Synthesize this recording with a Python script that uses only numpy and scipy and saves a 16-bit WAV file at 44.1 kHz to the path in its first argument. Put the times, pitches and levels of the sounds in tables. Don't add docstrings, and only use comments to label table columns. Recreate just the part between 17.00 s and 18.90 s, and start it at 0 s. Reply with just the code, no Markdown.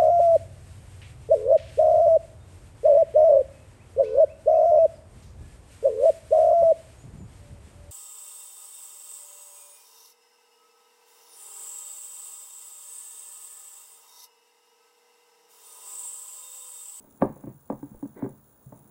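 import sys
import numpy as np
from scipy import signal
from scipy.fft import rfft, irfft
from scipy.io import wavfile
from scipy.ndimage import uniform_filter1d

SR = 44100
rng = np.random.default_rng(int(sys.argv[2]) if len(sys.argv) > 2 else 0)


def persist_wave(psi):
    counts = np.round(np.clip(psi, -1, 1) * 32767).astype(np.int16)
    wavfile.write(sys.argv[1], SR, np.atleast_2d(counts).T)


N = 83790
TIME = np.arange(N) / SR
MAINS_HZ = 60


def amp(db):
    return 10 ** (np.asarray(db) / 20)


def unit(x):
    return x / np.sqrt(np.mean(x ** 2) + 1e-20)


def read(points, hz):
    f, value = np.transpose(points)
    return np.interp(np.log(hz + 1), np.log(f + 1), value)


def add(mix, start_s, sound):
    part = mix[max(round(start_s * SR), 0):][:len(sound)]
    part += sound[:len(part)]


def colour(x, points, lag_s=0, lag_hz=609, size=8192):
    hz = abs(np.fft.fftfreq(size, 1 / SR))
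    log_gain = np.log(amp(read(points, hz)))
    response = np.exp(np.conj(signal.hilbert(log_gain)))[:size // 2 + 1]
    delay_s = lag_s * np.exp(-hz[:size // 2 + 1] / lag_hz)
    phase = 2 * np.pi * (np.cumsum(delay_s) - delay_s[0]) * SR / size
    taps = irfft(response * np.exp(-1j * phase))
    return signal.fftconvolve(x, taps[:size // 2])[:len(x)]


def soft_onset(t, rise_s):
    return 1 - np.exp(-(t / rise_s) ** 2)


def ring(t, hz, t60_s, rise_s):
    decay = amp(-60 * np.maximum(t - rise_s, 0) / t60_s)
    return soft_onset(t, rise_s) * decay * np.sin(2 * np.pi * hz * t)


def crackle(snaps_per_s=3300, spread_db=3):
    size = amp(spread_db * np.minimum(rng.exponential(1, N), 4))
    return size * rng.choice([-1, 1], N) * (rng.random(N) < snaps_per_s / SR)


def room_noise():
    # f/Hz, relative level/dB
    floor_colour = [(20, -12), (45, -2.5), (80, 7.5), (170, 1.5), (330, -2.5), (600, -5), (1040, -7.5),
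                    (1600, -12), (2100, -28), (4000, -27), (5500, -28), (8000, -67)]
    hz = np.fft.rfftfreq(N, 1 / SR)
    spectrum = rfft(rng.standard_normal(N)) * amp(read(floor_colour, hz))
    return amp(-64) * unit(irfft(spectrum, N))


def mains_buzz():
    # f/Hz, relative level/dB
    buzz_colour = [(2000, -28), (3700, -11), (5000, -25), (6200, -5.5), (7000, 0), (7600, -3.5), (8500, -4),
                   (10000, 5), (11400, -4.5), (12300, -34.5), (13700, -26), (14600, -8), (16000, -11.5)]
    spit_at_s, fade_s, steady_part = 0.0085, 0.0022, 0.2
    waver_db, waver_s = 2.5, 0.0088
    spit = steady_part + np.exp(-((TIME - spit_at_s) % (1 / MAINS_HZ)) / fade_s)
    smoothing = [1, -np.exp(-1 / (waver_s * SR))]
    waver = unit(signal.lfilter([1], smoothing, rng.standard_normal(N)))
    hiss = spit * amp(waver_db * waver) * rng.standard_normal(N)
    return amp(-67.5) * unit(colour(hiss, buzz_colour))


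def whine():
    tone_hz, width_hz = 15535, 24
    gate_at_s, duty = 0.01, 0.78
    is_on = (TIME - gate_at_s) * MAINS_HZ % 1 < duty
    gate = uniform_filter1d(1. * is_on, size=40)
    drift = np.cumsum(rng.standard_normal(N)) * np.sqrt(2 * np.pi * width_hz / SR)
    return amp(-63.5) * unit(gate * np.sin(2 * np.pi * tone_hz * TIME + drift))


def background():
    return room_noise() + mains_buzz() + whine()


def room(x):
    # delay/s, gain
    echoes = [(.0045, 0.13), (0.0181, 0.15), (0.0233, -0.056), (.031, .1)]
    # f/Hz, t60/s
    tail_t60 = [(60, 0.31), (150, .25), (300, 0.3), (550, 0.14), (1000, 0.24), (2500, 0.36), (6000, 0.25)]
    # f/Hz, relative level/dB
    tail_colour = [(60, 10.5), (290, -10), (500, -1), (1000, -2), (2500, -10.5), (5000, -33)]
    # f/Hz, approximate gain at resonance/dB, t60/s
    standing_waves = [(140, -0.5, 0.4), (220, -0.5, 0.2)]
    tail_db, onset_s = -6.5, 0.011
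    t = np.arange(SR // 2) / SR
    hz, frame_s, bins = signal.stft(rng.standard_normal(len(t)), SR, nperseg=256)
    decay = amp(-60 * frame_s / read(tail_t60, hz)[:, None])
    tail = signal.istft(bins * decay, SR, nperseg=256)[1][:len(t)]
    tail = tail * soft_onset(t, onset_s)
    response = amp(tail_db) * colour(tail / np.linalg.norm(tail), tail_colour)
    for delay_s, gain in echoes:
        add(response, delay_s, np.array([gain]))
    for mode_hz, db, t60_s in standing_waves:
        resonance_scale = 2 * np.log(1000) / (t60_s * SR)
        response = response + amp(db) * resonance_scale * ring(t, mode_hz, t60_s, onset_s)
    return x + signal.fftconvolve(x, response)[:N]


def bumps():
    # t/s, level/dB
    nudges = [(0.034, -58), (0.281, -50), (0.758, -51), (0.942, -41), (1.296, -54)]
    out = np.zeros(N)
    for start_s, db in nudges:
        add(out, start_s, amp(db) * ring(TIME, hz=62, t60_s=0.017, rise_s=0.0038))
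    return out


def rubbing():
    # t/s, level/dB
    strength = [(0, -59.5), (.15, -62.5), (.195, -66), (.218, -27.5), (.24, -43.5), (.335, -57.5),
                (.42, -53.5), (.52, -55), (.6, -77), (.68, -74), (.7, -50.5), (.78, -63), (.93, -59.5),
                (1.1, -65), (1.33, -62), (1.45, -68), (1.64, -69), (1.75, -58.5), (1.9, -61.5)]
    # f/Hz, relative level/dB
    rub_colour = [(25, -71.5), (70, -7), (220, 9.5), (500, -3), (950, -6), (1400, -19), (2200, -22),
                  (3200, -36), (6000, -36)]
    level_db = np.interp(TIME, *np.transpose(strength))
    return amp(level_db) * unit(colour(crackle(), rub_colour))


def squelch():
    # f/Hz, relative level/dB
    squelch_colour = [(60, -19), (300, 8.5), (600, -0.5), (950, -7), (1250, -17), (1600, -13.5),
                      (2250, -18), (2650, -41), (3800, -34), (5500, -47)]
    start_s, rise_s, hold_s, fade_s = 1.148, 0.026, 0.073, 0.025
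    t = TIME - start_s
    fade = np.exp(-np.maximum(t - rise_s - hold_s, 0) / fade_s)
    press = np.clip(t / rise_s, 0, 1) * fade
    return amp(-44.5) * press * unit(colour(crackle(), squelch_colour))


def bowl_ring(blows):
    # f/Hz, relative level/dB, t60/s
    modes = [(221.4, -10, 0.12), (276.6, -11.5, 0.16), (339, 5, 0.074), (402.7, -1.5, .16),
             (468, -10.5, 0.14), (526.6, 5.5, 0.07), (600, -9, 0.14), (720, -39, 0.05), (892, -15, 0.045),
             (1134, -33.5, 0.054), (1192, -27.5, .08), (1625, -23, 0.087)]
    t = np.arange(SR // 2) / SR
    response = sum(amp(db) * ring(t, hz, t60_s, 1 / hz) for hz, db, t60_s in modes)
    return amp(-18.5) * signal.fftconvolve(blows, response)[:N]


def pop(t, hz, rise_s, length_s):
    return soft_onset(t, rise_s) * np.exp(-(t / length_s) ** 2) * np.sin(2 * np.pi * hz * t)


def cling(t, decay_s=0.0063, snaps_per_s=2100):
    is_snap = rng.random(len(t)) < snaps_per_s / SR
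    snaps = rng.standard_normal(len(t)) * is_snap * np.exp(-t / decay_s)
    return snaps / (np.linalg.norm(snaps) + 1e-9)


def contacts():
    # t/s, relative smack level/dB, relative snaps level/dB, pop level/dB, pop f/Hz,
    # pop rise/s, pop length/s, thump level/dB
    contact_events = [(.039, -49.5, -45.5, -48, 609, .004, 0.0091, -66),
                      (0.2212, 0, -3.5, -8, 254, 0.0028, .011, -23),
                      (0.299, -26.5, -30.5, -37, 232, 0.0023, .01, -41),
                      (0.363, -35.5, -33, -50, 294, 0.0036, 0.0085, -65),
                      (.438, -30, -38.5, -30.5, 268, 0.0017, 0.0099, -36.5),
                      (.471, -32, -29, -29.5, 316, 0.003, 0.014, -31),
                      (0.7, -13.5, -15, -16.5, 257.4, 0.0044, 0.0099, -59),
                      (0.724, -26, -28.5, -33, 253, 0.0033, 0.014, -35),
                      (0.826, -40, -28.5, -26, 292, 0.0052, 0.017, -36.5),
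                      (0.916, -46, -49, -34.5, 202, 0.0015, 0.0078, -46),
                      (.943, -44, -37, -43, 310, 0.0032, .01, -70),
                      (1.0258, -32, -29.5, -22, 287.5, 0.0049, 0.017, -37),
                      (1.053, -37, -32, -31.5, 230.4, 0.0044, 0.013, -54),
                      (1.223, -20, -25, -13.5, 264, 0.0085, 0.013, -27),
                      (1.24, -33, -20.5, -26, 383, 0.0078, 0.019, -34),
                      (1.261, -22.5, -34, -27.5, 235.5, 0.0036, 0.017, -51),
                      (1.296, -52, -40, -35.5, 225, 0.01, 0.016, -43),
                      (1.658, -70, -66, -53, 205, 0.006, .015, -35.5),
                      (1.721, -38.5, -27.5, -28, 270, 0.0075, 0.0082, -39),
                      (1.755, -64, -56.5, -47, 195, 0.006, 0.007, -63)]
    # f/Hz, relative level/dB
    smack_colour = [(30, -14), (90, -16.5), (200, -17), (520, 4.5), (660, -5.5), (890, -3), (1020, -8.5),
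                    (1170, -11.5), (1350, -27), (1600, -16), (2000, -32.5), (2300, -32.5), (2800, -50),
                    (4200, -55), (5500, -59)]
    t = np.arange(SR // 2) / SR
    blows, snaps, hollow = np.zeros((3, N))
    for start_s, smack_db, snaps_db, pop_db, pop_hz, pop_rise_s, pop_length_s, thump_db in contact_events:
        add(blows, start_s, amp([smack_db]))
        add(snaps, start_s, amp(snaps_db) * cling(t))
        add(hollow, start_s, amp(pop_db) * pop(t, pop_hz, pop_rise_s, pop_length_s))
        add(hollow, start_s, amp(thump_db) * ring(t, hz=134, t60_s=0.1, rise_s=0.01))
    smacks = amp(24) * colour(blows + snaps, smack_colour, lag_s=0.00395)
    return smacks + bowl_ring(blows) + hollow


def scene():
    low_pass = signal.butter(8, 4170, fs=SR, output="sos")
    dull = signal.sosfilt(low_pass, contacts() + bumps() + squelch() + rubbing())
    return (room(dull) + background())[None]


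def record(dry):
    edge_hz = 15950
    taps = signal.firwin(511, edge_hz, window=("kaiser", 9), fs=SR)
    return signal.oaconvolve(dry, taps[None], "same")


dry = scene()
out = record(dry)
persist_wave(out)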